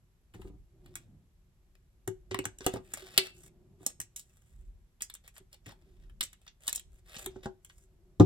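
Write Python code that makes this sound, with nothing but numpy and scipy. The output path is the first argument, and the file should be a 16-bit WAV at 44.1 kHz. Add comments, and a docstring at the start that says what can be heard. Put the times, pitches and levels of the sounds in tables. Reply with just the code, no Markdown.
"""A metal lens is fitted to a camera body, locked, handled and taken off again, close under a phone in a quiet room.
Contacts click as ragged bursts of noise through mount rings and camera shell; the bayonet and fingers scrape in
stick-slip grains. Bumps ring the table and set a hollow resonance near 380 Hz humming, and the locking pin sings.
Shifting hands murmur as banded noise over a faint air hiss. The left port hears the direct sound a little late,
and a short diffuse tail follows the clicks, scrapes and bumps."""
import sys
import numpy as np
from scipy import signal
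from scipy.fft import rfft, irfft, next_fast_len
from scipy.io import wavfile
from scipy.ndimage import uniform_filter1d

SR = 44100
rng = np.random.default_rng(int(sys.argv[2]) if len(sys.argv) > 2 else 0)


def wav_record(signal):
    """Record a signal, one row per channel, as 16-bit PCM in the file named by sys.argv[1]."""
    frames = np.transpose(np.atleast_2d(signal))
    bounded = np.clip(frames, -1, 1)
    # unit amplitude maps onto the largest positive 16-bit level
    quanta = np.round(bounded * 32767).astype(np.int16)
    wavfile.write(sys.argv[1], SR, quanta)


N = 364221
T = np.arange(N) / SR  # time in s
M = next_fast_len(N + 4096)  # padded length for the spectra
F = np.fft.rfftfreq(M, 1 / SR)  # frequency in Hz
PORT_LAG = 11.5  # samples by which the left port hears later
LATE = 2j * np.pi * F * PORT_LAG / SR


def undb(db):
    """Decibels to an amplitude factor."""
    return 10 ** (np.asarray(db) / 20)


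def band(x, lo_hz, hi_hz):
    """Keep the sound between two frequencies, with gentle slopes."""
    return signal.sosfilt(signal.butter(2, [lo_hz, hi_hz], "band", fs=SR, output="sos"), x)


def unit(x):
    """Scale to an RMS of one."""
    return x / np.sqrt(np.mean(x ** 2))


def top(x):
    """Scale to a peak of one."""
    return x / np.abs(x).max()


def fade(t, t60_s):
    """Exponential decay that falls 60 dB in t60_s."""
    return np.exp(-np.log(1000) * t / t60_s)


def ring(modes, t, spread):
    """Decaying modes; each blow lands elsewhere and wakes them in other shares, a little off pitch."""
    hz, db, t60_s = np.transpose(modes)[:, :, None]
    share, detune = rng.standard_normal((2, len(modes), 1))
    level = undb(db + 2 * share)
    tone = np.sin(2 * np.pi * hz * (1 + spread * detune) * t)
    return np.sum(level * tone * fade(t, t60_s), 0)


def add(track, s, x):
    """Mix a sound into the track, starting at s seconds."""
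    i = int(s * SR)
    track[i:i + len(x)] += x[:N - i]


def over_hz(table, column=1):
    """Draw a table's column as a curve over log frequency."""
    points = np.array(table)
    return np.interp(np.log(np.maximum(F, 1)), np.log(points[:, 0]), points[:, column])


# Tone colour of the air: freq_hz, density_db (relative, per Hz)
AIR_COLOUR = [(15, -25.5), (28, 3), (60, 1), (160, -8.5), (300, -26), (380, -23.5), (1200, -29),
              (4000, -35), (8500, -41.5), (12000, -30), (16500, -46)]
# Likeness of left and right in the air: freq_hz, likeness (0 to 1)
AIR_ALIKE = [(60, .95), (300, .83), (640, .6), (1400, .05)]
AIR_DB = -78  # RMS of the mono sum from 200 to 16000 Hz, before the microphone's colour


def air():
    """Room tone and microphone hiss: shared in the bass, almost unrelated higher up."""
    alike = over_hz(AIR_ALIKE)
    mid, side = rfft(rng.standard_normal((2, M))) * undb(over_hz(AIR_COLOUR))
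    left_right = np.array([[1], [-1]])
    x = irfft(mid * np.sqrt(1 + alike) + side * np.sqrt(1 - alike) * left_right, M)[:, :N]
    return undb(AIR_DB) * x / np.sqrt(np.mean(band(x.mean(0), 200, 16000) ** 2))


# Hands shifting weight, each a smooth swell: middle_s, width_s, deep_rumble_db, table_top_db, hollow_hum_db
SHIFTS = [(.5, 0.075, -49, -61.5, -70), (0.897, 0.098, -60.5, -61, -63), (1.13, 0.066, -85, -57.5, -122),
          (2.35, 0.17, -59, -89, -85), (2.901, 0.41, -75, -67, -68), (3.6, 0.25, -79.5, -67.5, -69.5),
          (4.65, 0.09, -50.5, -75.5, -84.5), (5.85, 0.12, -69, -73.5, -71.5), (6.102, 0.1, -54, -68, -81.5),
          (6.9, 0.097, -54.5, -86.5, -78.5), (7.351, 0.12, -60, -64, -59.5),
          (8.049, 0.15, -69.5, -74.5, -70.5)]
# Murmur while the hands lie still, one level each: deep_rumble_db, table_top_db, hollow_hum_db
RESTING_DB = [-67, -74, -85.5]


def hands():
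    """Shifting weight keeps the table and the hollow murmuring, nearly alike at both ports."""
    swells = [undb(db)[:, None] * np.exp(-.5 * ((T - s) / width) ** 2) for s, width, *db in SHIFTS]
    deep, wood, hollow = undb(RESTING_DB)[:, None] + sum(swells)
    mid, side = rng.standard_normal((2, 3, N))
    noise = mid + .22 * side * np.array([1, -1])[:, None, None]
    rumble = unit(band(noise[:, 0], 30, 59))
    table_top = unit(band(noise[:, 1], 69, 180))
    hum = unit(band(noise[:, 2], 340, 390)) + 0.3 * unit(band(noise[:, 2], 360, 700))
    return deep * rumble + wood * table_top + hollow * hum


# Rubbing of rings and fingers: start_s, length_s, level_db, rise_db (over its length), treble_db
RUBS = [(0.312, 0.2, -75, 15, 2), (0.78, 0.3, -76, 8, -1), (1.752, 0.0068, -68.5, -15, -2.5),
        (2.596, 0.072, -59, 21, -0.5), (2.712, 0.081, -51.5, -10, -3), (2.79, 0.23, -64, 32, 1),
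        (2.942, 0.4, -53.5, 7, -2), (3.321, 0.18, -68.5, 7.5, 7.5), (3.778, 0.16, -65, 12, 2),
        (4.191, 0.56, -78, -9, 4.5), (5.232, 0.057, -63, 13, -1.5), (5.333, 0.064, -65, 11.5, 5.5),
        (5.512, 0.041, -62, 10, 0), (5.638, 0.092, -60, 14, -10), (5.749, 0.38, -79, -1, -2),
        (6.409, 0.058, -72.5, -15.5, 2), (6.593, 0.17, -59, 4, 2.5), (6.891, 0.12, -75.5, 18, 4),
        (7.04, 0.16, -54, 15.5, -1), (7.17, 0.11, -51.5, -13, 3), (7.267, 0.22, -73, -9.5, -10),
        (7.426, 0.04, -51.5, 9, -4), (7.61, 0.27, -77.5, -1, 8.5)]
# Modes of the mount rings, rung by scrapes and clicks: pitch_hz, level_db (relative), t60_s
METAL = [(3010, -4, .04), (3750, -1, .035), (4200, -3, .03), (4750, -1, .03), (6000, -2, .03),
         (8290, -8, .02)]
GRIP_DETUNE = .07  # the grip shifts the pitch of rings and shell: spread as a share of the pitch
STROKE_DB = 2.5  # unevenness of the rubbing over some 10 ms


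def scrape():
    """Dense stick-slip grains of uneven size, heard raw and through the mount rings."""
    dull, bright = np.zeros((2, N))
    for s, length, db, rise_db, treble_db in RUBS:
        count = int(length * SR)
        slope_db = rise_db * np.linspace(-.5, .5, count)
        pressure = undb(db + slope_db) * signal.windows.tukey(count, .45)
        add(dull, s, pressure)
        add(bright, s, pressure * undb(treble_db))
    # a new grain size every 60 samples, under a slower waver
    size_db = 4.9 * np.repeat(rng.standard_normal(N // 60 + 1), 60)[:N]
    stroke_db = STROKE_DB * unit(uniform_filter1d(rng.standard_normal(N), 500))
    grains = rng.standard_normal(N) * undb(size_db) * undb(stroke_db)
    rings = signal.fftconvolve(grains, ring(METAL, T[:400], GRIP_DETUNE))[:N]
    x = unit(grains) + .15 * unit(rings)
    low, mid, high = (unit(band(x, *edges)) for edges in [(500, 900), (1000, 6000), (5000, 16000)])
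    return dull * (mid + 0.4 * low) + bright * high


# Contacts of metal and plastic: start_s, level_db, snap_centre_hz, brightness_db, knock_db, chatter_ms
# (brightness and knock relative to the snap; the first touch peaks after chatter_ms)
CLICKS = [(0.336, -49, 2260, 3.5, -15, 4.7), (0.345, -52.5, 890, -13, 1, 2.3),
          (0.417, -45, 2100, 1, -7, 1.3), (0.473, -52, 2900, -4, -15, 1.7),
          (0.8584, -49, 2500, 3.5, -7, 2.24), (0.954, -31, 2540, 6.5, -25, 1.8),
          (2.0751, -29, 2280, 8.5, -4, 1.22), (2.31, -30.5, 2460, -51, -6, 2.3),
          (2.3444, -20, 1460, -1.5, -10.5, 0.85), (2.389, -21, 3150, 1, -5, 0.67),
          (2.438, -40.5, 1017, -4.5, -2, 5.4), (2.4535, -23.5, 1900, 8.5, -10, 1.16),
          (2.585, -40, 4080, 8.5, -27, 1), (2.606, -36.5, 1400, -33, -1.5, 1.84),
          (2.663, -16.5, 3400, 7.5, 1, 1.6), (2.737, -35.5, 3370, 5.5, 12.5, 1.75),
          (2.756, -46.5, 3600, 4, 15.5, 3.9), (2.9357, -27, 2820, 8.5, -13.5, 1.76),
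          (3.1766, -0.5, 4300, 2, -26, 1.1), (3.829, -57, 5050, 14, 7, 2.1),
          (3.8631, -32.5, 4930, 21.5, -3, 1.14), (4.001, -31.5, 3150, 15, -51, 0.7),
          (4.0127, -33.5, 4520, 10, -24, 2.04), (4.1603, -33.5, 4100, 9, -35, 4.2),
          (4.193, -39.5, 5800, 9.5, -26.5, 2.57), (5.005, -38, 3500, 2, -16, 3.4),
          (5.0192, -32.5, 3190, 15, -25, 2.04), (5.0984, -33.5, 3860, 7, -39, 1.06),
          (5.138, -43.5, 4260, 14.5, -31, 1.8), (5.15, -37, 3770, 5.5, -36.5, 1.25),
          (5.2759, -42.5, 2853, 8, -39.5, 2.07), (5.3624, -46.5, 2090, -22.5, -44.5, 2.5),
          (5.382, -54.5, 2410, 0.5, -31.5, 2.6), (5.527, -40.5, 5610, 4, -42, 2.5),
          (5.543, -46.5, 5070, 7, -13.5, 1.8), (5.663, -41, 2210, 3, -8.5, 2.1),
          (5.69, -44, 1210, 5.5, -4, 2.3), (5.716, -50, 1210, 0, -1.5, 3.1),
          (6.035, -63, 2120, -5, -33, 3.5), (6.095, -52, 1900, -2.5, -29, 1.54),
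          (6.2072, -14, 4300, 3.5, -36, 1.42), (6.2271, -32, 3180, 10.5, -16, 1.93),
          (6.233, -42, 4170, 18.5, -28, 2.5), (6.3294, -44.5, 2355, 6.5, -44.5, 1.1),
          (6.4643, -44, 2330, -1.5, -30.5, 1.7), (6.4772, -38, 4210, -8, -33.5, 1.93),
          (6.668, -34.5, 4900, 4.5, -28, 1.9), (6.6775, -20.5, 5350, 8.5, -26.5, 1.67),
          (6.686, -29, 2030, -3, -31, 0.53), (6.6936, -35, 2720, 15, -28, 0.6),
          (6.7278, -22.5, 4590, 10.5, -30, 0.69), (6.748, -30.5, 4460, 7, -40, 2),
          (6.758, -27, 4660, 9.5, -31.5, 1.6), (6.778, -32.5, 5330, -22, -20, 0.41),
          (6.795, -36, 4330, 6.5, -40, 0.83), (7.1642, -32, 4660, -40, -9.5, 2.2),
          (7.26, -26.5, 3950, 8.5, -9, 0.99), (7.359, -54.5, 1526, -7.5, 15, 0.99),
          (7.4569, -40, 1860, -39, 15.5, 2.56), (7.647, -44, 3370, 12.5, -35, 1.17),
          (7.6975, -46, 2277, -22, -42.5, 0.98), (8.197, -23, 1025, -9.5, -2.5, 3.26)]
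# Modes of the camera shell: pitch_hz, level_db (relative), t60_s
SHELL = [(265, 0, .03), (520, -5, .03), (715, -5, .022), (830, -7, .022), (1250, -16, .02)]
RATTLE_SHARE = .09
BROAD_SHARE = 0.45  # of the whole mount's crack beside the snap's own band
PING_CYCLES, PING_PART = 20, .25  # each contact's short note at its snap centre: cycles to fall 60 dB, share


def clicks():
    """A few milliseconds of ragged chatter crack directly, ring the mount briefly and knock the camera shell."""
    out, t = np.zeros(N), T[:int(.15 * SR)]
    for s, db, hz, bright_db, knock_db, ms in CLICKS:
        u = t / (ms / 1000)
        ragged = undb(4.5 * np.repeat(rng.standard_normal(len(t) // 16 + 1), 16)[:len(t)])
        # the first touch, then a weaker rattle as the parts settle
        touch = u ** 2 * np.exp(-2 * u)
        rattle = RATTLE_SHARE * np.minimum(u, 1) * np.exp(-u / 6)
        chatter = rng.standard_normal(len(t)) * ragged * (touch + rattle)
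        rings = signal.fftconvolve(chatter, ring(METAL, t, GRIP_DETUNE))[:len(t)]
        metal = top(chatter) + 0.1 * top(rings)
        metal = band(band(metal, 800, 18000), 700, 19000)  # small parts carry no bass
        whole = band(metal, 1000, 6500)
        note = np.sin(2 * np.pi * hz * t) * fade(t, PING_CYCLES / hz)
        ping = signal.fftconvolve(chatter, note)[:len(t)]
        crack = top(band(metal, hz / 2.04, hz * 1.5) + BROAD_SHARE * whole)
        snap = top(crack + PING_PART * top(ping))
        bright = top(band(metal, 6000, 16500))
        shell = top(signal.fftconvolve(chatter, ring(SHELL, t, GRIP_DETUNE))[:len(t)])
        add(out, s, undb(db) * (snap + undb(bright_db) * bright + undb(knock_db) * shell))
    return out


# Bumps on the table: start_s, thud_db, hollow_hum_db
BUMPS = [(0.343, -40, -52.5), (0.388, -43, -49.5), (0.445, -42.5, -48), (0.468, -50.5, -51),
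         (0.496, -45, -61), (0.532, -54, -66), (2.074, -31, -26.5), (2.311, -36.5, -33),
         (2.347, -57, -34.5), (2.386, -40, -32), (2.455, -38, -45.5), (2.608, -67, -47), (2.664, -38, -29),
         (2.737, -43, -32.5), (2.762, -40, -36), (3.021, -63, -46), (3.179, -56, -28.5),
         (3.8, -50.5, -53.5), (3.992, -47.5, -81.5), (5.4, -57, -58.5), (5.664, -41, -57.5),
         (5.866, -67.5, -63), (7.265, -54.5, -37.5), (7.356, -49, -41), (7.458, -65, -34),
         (8.198, -3.5, -12)]
# Modes of the table top: pitch_hz, level_db (relative), t60_s
TABLE = [(106, -2.5, 0.16), (169.2, -4.5, 0.13), (301, -9, 0.13), (482, -16.5, 0.067), (733, -24, 0.2),
         (824, -22, 0.064), (988, -22.5, 0.06), (1216, -27.5, 0.09)]
HOLLOW_HZ, HOLLOW_T60_S, HOLLOW_SWELL_S = 376.2, 0.13, 0.0054
THUD_LO_HZ, THUD_HI_HZ, THUD_SHARE = 177, 380, 0.6  # rough noise beside the ringing wood


def table():
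    """Each bump rings the table top with a rough, short thud, and the hollow swells after."""
    out, t = np.zeros(N), T[:int(.4 * SR)]
    swell = 1 - np.exp(-(t / HOLLOW_SWELL_S) ** 2)
    for s, db, hum_db in BUMPS:
        noise = rng.standard_normal(len(t))
        rough = band(noise * fade(t, 0.065), THUD_LO_HZ, THUD_HI_HZ) * np.minimum(t / 0.0093, 1)
        wood = ring(TABLE, t, 0.0041) * np.minimum(t / 0.008, 1)
        hum = top(swell * fade(t, HOLLOW_T60_S) * np.sin(2 * np.pi * HOLLOW_HZ * t))
        thud = top(wood) + THUD_SHARE * top(rough)
        add(out, s, undb(db) * thud + undb(hum_db) * hum)
    return out


ROOM_T60_S, ROOM_TREBLE_T60_S, ROOM_DB = 0.11, 0.11, -9
LINGER_T60_S, LINGER_DB = 0.37, -21.5  # slower second stage of the tail, below the treble
TAIL_STEP_S = .06  # time from one random tail to the next


def room(x):
    """Diffuse tail, other for each port, crossfading steadily through six random tails so no pitch stands out;
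    only its lows linger."""
    t, out = T[:int(.4 * SR)], 0
    for turn in range(6):
        feed = np.maximum(1 - np.abs((T / TAIL_STEP_S - turn + 3) % 6 - 3), 0)  # this tail's turn in the cycle
        noise = rng.standard_normal((2, 2, len(t)))
        low, high = band(noise[0], 150, 6200), band(noise[1], 6200, 16500)
        low_tail = low * (fade(t, ROOM_T60_S) + undb(LINGER_DB) * fade(t, LINGER_T60_S))
        high_tail = 0.033 * high * fade(t, ROOM_TREBLE_T60_S)
        tail = (low_tail + high_tail) * np.minimum(t / 0.00082, 1)
        tail = tail / np.sqrt(np.sum(tail[0] ** 2))
        out = out + signal.fftconvolve((x * np.sqrt(feed))[None], tail, axes=1)[:, :N]
    return undb(ROOM_DB) * out


# Balance of the two ports: freq_hz, left_minus_right_db, left_lag_rad (beyond the port lag)
PORTS = [(20, .8, 0), (200, .8, -.3), (700, 3, -1), (1500, 5.5, -1.4), (3000, 2, -.3), (4100, 1, .4),
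         (6100, -4, -1.8), (7000, 0, 0)]


def ports(x):
    """The phone body shades and delays the two ports unequally."""
    half = undb(over_hz(PORTS) / 2)
    left = half * np.exp(-LATE - 1j * over_hz(PORTS, column=2))
    return irfft(rfft(x, M) * np.array([left, 1 / half]), M)[:, :N]


LOCK_S, LOCK_HZ, LOCK_DB, LOCK_T60_S = 3.18, 2690, -36, .36


def pin():
    """The sprung locking pin sings after it snaps home: one thin, decaying sine."""
    out, t = np.zeros(N), T[:SR // 2]
    add(out, LOCK_S, undb(LOCK_DB) * fade(t, LOCK_T60_S) * np.sin(2 * np.pi * LOCK_HZ * t))
    return out


def scene():
    """Handling heard directly and through the room, over the murmur and the air; the pin is heard directly only."""
    near = clicks() + scrape() + table()
    return ports(near + pin()) + room(near) + hands() + air()


# Tone colour of the microphone: freq_hz, gain_db
MIC = [(1000, -1), (2700, 0), (5000, 0), (6000, 4), (8500, 3.5), (12000, -5.5), (16000, -12.5)]
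SHARED_FROM_HZ = 6800  # above this the left channel takes its treble from the right
TOP_HZ = 16800


def record(dry):
    """The microphone colours the sound, shares the right's high treble late on the left, rounds the loudest peaks
    and cuts off the extreme top."""
    left, right = rfft(dry, M) * undb(over_hz(MIC))
    share = 1 / (1 + (SHARED_FROM_HZ / np.maximum(F, 1)) ** 16)
    left = (1 - share) * left + share * right * np.exp(-LATE)
    x = irfft([left, right], M)[:, :N]
    return signal.sosfilt(signal.ellip(10, .2, 70, TOP_HZ, fs=SR, output="sos"), np.tanh(x))


dry = scene()
out = record(dry)
wav_record(out)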